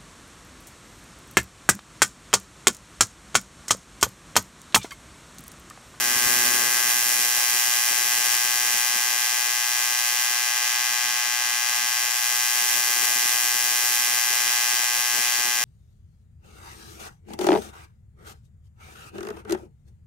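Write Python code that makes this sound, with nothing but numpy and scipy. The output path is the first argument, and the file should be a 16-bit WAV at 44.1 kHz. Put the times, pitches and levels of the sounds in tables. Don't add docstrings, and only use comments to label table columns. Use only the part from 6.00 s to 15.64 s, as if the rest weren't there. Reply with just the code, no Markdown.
import sys
import numpy as np
from scipy import signal
from scipy.fft import rfft, irfft, next_fast_len
from scipy.io import wavfile
from scipy.ndimage import uniform_filter1d

SR = 44100
rng = np.random.default_rng(int(sys.argv[2]) if len(sys.argv) > 2 else 0)


def store_pcm(level_fs):
    pcm = np.round(np.clip(level_fs, -1, 1) * 32767).astype(np.int16)
    wavfile.write(sys.argv[1], SR, np.atleast_2d(pcm).T)


def decibels_to_gain(level_db):
    exponent = np.asarray(level_db, float) / 20
    return 10 ** exponent


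N = 425124


def curves(table):
    s, *columns = np.transpose(table)
    return [np.interp(np.arange(N) / SR, s, column) for column in columns]


def spells(table, slew_s=0.034):
    s, db = np.transpose(table)
    held_db = db[np.searchsorted(s[1:], np.arange(N) / SR)]
    return uniform_filter1d(held_db, int(slew_s * SR) + 1)


def held(rate, slew_s):
    spell = np.cumsum(rng.random(N) < rate / SR)
    levels = rng.standard_normal(N // 50)
    return uniform_filter1d(levels[spell], int(slew_s * SR) + 1)


def unit(x):
    return x / rms(x)


def rms(x):
    return np.sqrt(np.mean(x ** 2, axis=-1, keepdims=True))


def below(x, hz, order=6):
    size = next_fast_len(N + SR // 10)
    f = np.arange(size // 2 + 1) * SR / size
    spectrum = rfft(x, size) / (1 + (f / hz) ** (2 * order))
    return irfft(spectrum, size)[..., :N]


def clicks(times, sizes, length):
    place = np.asarray(times) * SR
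    taps = place.astype(int)[:, None] + np.arange(-15, 17)
    off = taps - place[:, None]
    window = .5 + .5 * np.cos(np.pi * off / 16)
    shape = np.sinc(off) * window * np.asarray(sizes)[:, None]
    keep = (taps >= 0) & (taps < length)
    return np.bincount(taps[keep], shape[keep], length)


def response(table, side, turn=0, slope=0, size=2048):
    hz = np.arange(size // 2 + 1) * SR / size
    rows = np.array(table)
    db = np.interp(np.log(hz + 1), np.log(rows[:, 0]), rows[:, 1 + side])
    cepstrum = irfft(np.log(decibels_to_gain(db)))
    cepstrum *= 1 + np.sign(np.sin(2 * np.pi * np.arange(size) / size).round(9))
    phase = turn + slope * np.log2((hz + 1) / 4000)
    return np.roll(irfft(np.exp(rfft(cepstrum) + 1j * phase)), size // 2)


# t/s, level/dB
MISFIRES = [
    (6.125, -8),
]


def reversals(cycle_hz=120.775, back_share=.6978, scatter_db=0.51, jitter_s=3e-6):
    turn = np.arange(2 * int(N / SR * cycle_hz + 1))
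    chance = rng.standard_normal((len(turn), 2)).T
    times = (turn // 2 + back_share * (turn % 2)) / cycle_hz + jitter_s * chance[0]
    db = scatter_db * chance[1]
    for s, drop_db in MISFIRES:
        db[np.argmin(abs(times - s))] += drop_db
    return times, decibels_to_gain(db)


ARRIVAL_S = (.000631, .000618)
# f/Hz, left level/dB, right level/dB
CRACK_COLOUR = [(240, -22, -19.5), (690, -9, -8), (1460, -11, -6.5), (1585, -3.5, 0.0), (2050, -4, -4),
                (3010, -4.5, -5), (3840, -14, -5.8), (5090, -4.5, -9.5), (5920, -1.5, 0.5),
                (7220, -1.3, -12), (8000, -6.5, -8.5), (11900, -10.5, -17), (12600, -20, -12.5),
                (15000, -5.5, -12.5)]
# phase turn/rad, turn per octave/rad, second crack level/dB
PORTS = [(-.91, -.24, -1.8), (-1.94, -.77, -3.8)]


def cracks(times, sizes, side, edge=0.026):
    turn, slope, second_db = PORTS[side]
    weaker = decibels_to_gain(second_db * (np.arange(len(times)) % 2))
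    train = clicks(times + ARRIVAL_S[side], sizes * weaker, N)
    room = workshop(side, tail_db=-20)
    room = np.convolve(room, [-edge, 1 + edge, -edge], "same")
    port = response(CRACK_COLOUR, side, turn, slope)
    lead = 20 + len(port) // 2
    return signal.fftconvolve(train, signal.fftconvolve(room, port))[lead:N + lead]


# t/ms,
# gain (signed)
ECHOES_LEFT = [(0.451, -0.057), (1.083, 0.15), (1.2, 0.08), (1.4, -0.13), (1.509, 0.22), (1.71, -0.097),
               (1.878, -0.084), (2.239, -0.17), (3.36, -0.077), (3.458, -0.17), (4.023, -0.12),
               (4.075, -0.083), (4.322, -0.07), (4.705, -0.1), (4.912, 0.1), (5.908, -0.11), (6.15, -0.23),
               (6.199, -0.1), (6.246, -0.12), (7.778, 0.054), (8.108, 0.2), (8.158, -0.37)]
ECHOES_RIGHT = [(0.473, -0.095), (0.522, -0.19), (0.994, 0.072), (1.166, 0.18), (1.665, -0.16),
                (1.924, 0.17), (2.539, -0.15), (3.337, -0.13), (4.35, 0.0057), (4.64, 0.086), (4.724, 0.24),
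                (4.83, 0.19), (5.455, -0.18), (5.62, -0.022), (5.92, 0.1), (5.966, 0.078), (6.068, -0.13),
                (7.041, -0.1), (7.653, 0.12), (7.771, 0.24), (7.882, 0.1), (8.193, 0.23)]


def workshop(side, tail_db, t60_s=0.51):
    length = SR // 4
    ms, gain = np.transpose((ECHOES_LEFT, ECHOES_RIGHT)[side])
    t = np.arange(length) / SR
    tail = rng.standard_normal(length) * decibels_to_gain(-60 * t / t60_s) * (t > .001)
    paths = clicks(np.append(0, ms / 1000) + 20 / SR, np.append(1, gain), length)
    return paths + decibels_to_gain(tail_db) * tail / np.linalg.norm(tail)


# f/Hz, left level/dB, right level/dB
HISS_COLOUR = [(300, -4, -6.5), (670, -1.5, -10), (840, -6, -1.5), (1440, -1.5, -8), (1870, 1, 0),
               (2870, -2, 1.3), (3800, -8, -2), (4500, 0.5, -3), (5900, -4.5, 1), (7450, 3, -7),
               (7350, -3, -7.5), (12000, -4, -1.5), (14800, -6.5, -14), (17300, -16.5, -29)]


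def hiss(times, sizes, side, flare=3.0, flare_s=0.0011, flicker_db=1.56):
    width = int(4 * flare_s * SR)
    bump = np.exp(-abs(np.arange(-width, width + 1)) / (flare_s * SR))
    gate = signal.oaconvolve(clicks(times + ARRIVAL_S[side], sizes, N), bump, "same")
    noise = signal.oaconvolve(rng.standard_normal(N), response(HISS_COLOUR, side), "same")
    noise -= 0.66 * below(noise, 347, order=2)
    steady = below(noise, 6600, order=1)
    flaring = (noise - steady) * (0.6 + flare * gate) ** .5
    return decibels_to_gain(flicker_db * held(30, 0.0045)) * (steady + flaring)


def glove(arc, until_s=0.81, fade_s=.3, low_hz=1020, high_hz=1950, boost_db=3.6):
    near = np.clip((until_s - np.arange(N) / SR) / fade_s + 1, 0, 1)
    band = below(arc, high_hz, order=4) - below(arc, low_hz, order=4)
    return arc + (decibels_to_gain(boost_db * near) - 1) * band


# t/s, level/dB, arc length as treble level/dB
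ARC = [(0.0, -28.5, -1.5), (0.32, -27, 0.5), (0.8, -28, 0), (1.18, -28, 1), (1.37, -27.5, -1),
       (2.58, -27, -2.5), (3.54, -27.5, -5), (4.13, -27.5, -4), (4.56, -27, -7.5), (5.31, -27, -9.5),
       (6.07, -27.5, -6), (6.17, -29.5, -3.5), (6.25, -27.5, -3.5), (7.03, -27, -2), (7.95, -27.5, -1.5),
       (8.51, -26.5, -5.5), (8.94, -27, -4.5), (9.64, -27, -6)]


def scene():
    level_db, treble_db = curves(ARC)
    lift_db = treble_db - treble_db.mean()
    times, sizes = reversals()
    crack = np.array([cracks(times, sizes, 0), cracks(times, sizes, 1)])
    noise = np.array([hiss(times, sizes, 0), hiss(times, sizes, 1)])
    hiss_db = -5.5 + 0.14 * lift_db
    arc = glove(crack / crack.std() + decibels_to_gain(hiss_db) * noise / noise.std())
    body = below(arc, 6700, order=2)
    swing_db = -0.33 * lift_db * np.array([[.5], [-.5]])
    return decibels_to_gain(level_db + 5.5) * (body + (arc - body) * decibels_to_gain(0.79 * lift_db + swing_db))


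# top f/Hz, share of the closing (0-1), left level/dB, right level/dB
BASS_BANDS = [(90, 0.85, -12.5, -9), (194, 1, -4.5, -3.5), (270, 1, -0.5, 1), (404, 0.83, 1.5, -0.5),
              (520, 0.5, -3.5, -4), (612, 0.63, -8, -1)]
# from t/s, closing level/dB
SHUT_LEFT = [
    (0, 1),
    (.65, 5.5),
    (1.3, 8.5),
    (3.17, 15),
    (4.4, 22),
    (6.38, 8),
    (7.8, 12),
    (8.9, 7.5),
]
SHUT_RIGHT = [
    (0, -1),
    (.26, -4),
    (.7, 6),
    (1.45, 14.5),
    (3.2, 20),
    (4.7, 22),
    (6.02, 18),
    (6.7, 12.5),
    (8.4, 15.5),
    (9.3, 12),
]


def wind_filter(sound):
    open_db = -48.5
    closing_db = np.array([spells(SHUT_LEFT), spells(SHUT_RIGHT)])
    leak_hz, leak_level_db = 242, 12
    leak_db = spells([(0, 0), (4.72, leak_level_db), (5.97, 0)]) * np.array([[0], [1]])
    opening = np.array([held(90, .002), held(60, 0.003)])
    lower, lower_hz = 0, 0
    bass = 0
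    for hz, share, left_db, right_db in BASS_BANDS:
        upper = below(sound, hz)
        db = open_db - share * closing_db + leak_db * (lower_hz < leak_hz < hz)
        shut_db = np.clip(-51.5 - db, 0, 10)
        urge = opening + np.array([.5 * held(25, .005), 1.86 * held(25, 0.007)])
        gain = decibels_to_gain(1.63 * shut_db * np.tanh(4.0 * (urge - .4)))
        gain /= np.sqrt(uniform_filter1d(gain ** 2, SR // 3))
        bass = bass + unit(upper - lower) * gain * decibels_to_gain(db + np.array([[left_db], [right_db]]))
        lower, lower_hz = upper, hz
    return below(sound, 15775, order=400) + bass - lower


# t/s, level/dB, f/Hz, left minus right level/dB
BUMPS = [
    (.16, -34, 120, 3),
    (0.262, -33, 140, 17),
    (0.391, -40, 100, 0),
]


def bumps(t60_s=0.027):
    out = np.zeros((2, N))
    age = np.arange(SR // 5) / SR
    for s, db, hz, pan_db in BUMPS:
        thud = np.sin(2 * np.pi * hz * age) * decibels_to_gain(db - 60 * age / t60_s)
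        start = int(s * SR)
        out[:, start:start + len(age)] += thud * decibels_to_gain(pan_db * np.array([[.5], [-.5]]))
    return out


def top_cut(x):
    return signal.sosfilt(signal.butter(12, 17090, fs=SR, output="sos"), x)


def record(dry):
    mix = wind_filter(dry) + bumps()
    return top_cut(mix)


dry = scene()
out = record(dry)
store_pcm(out)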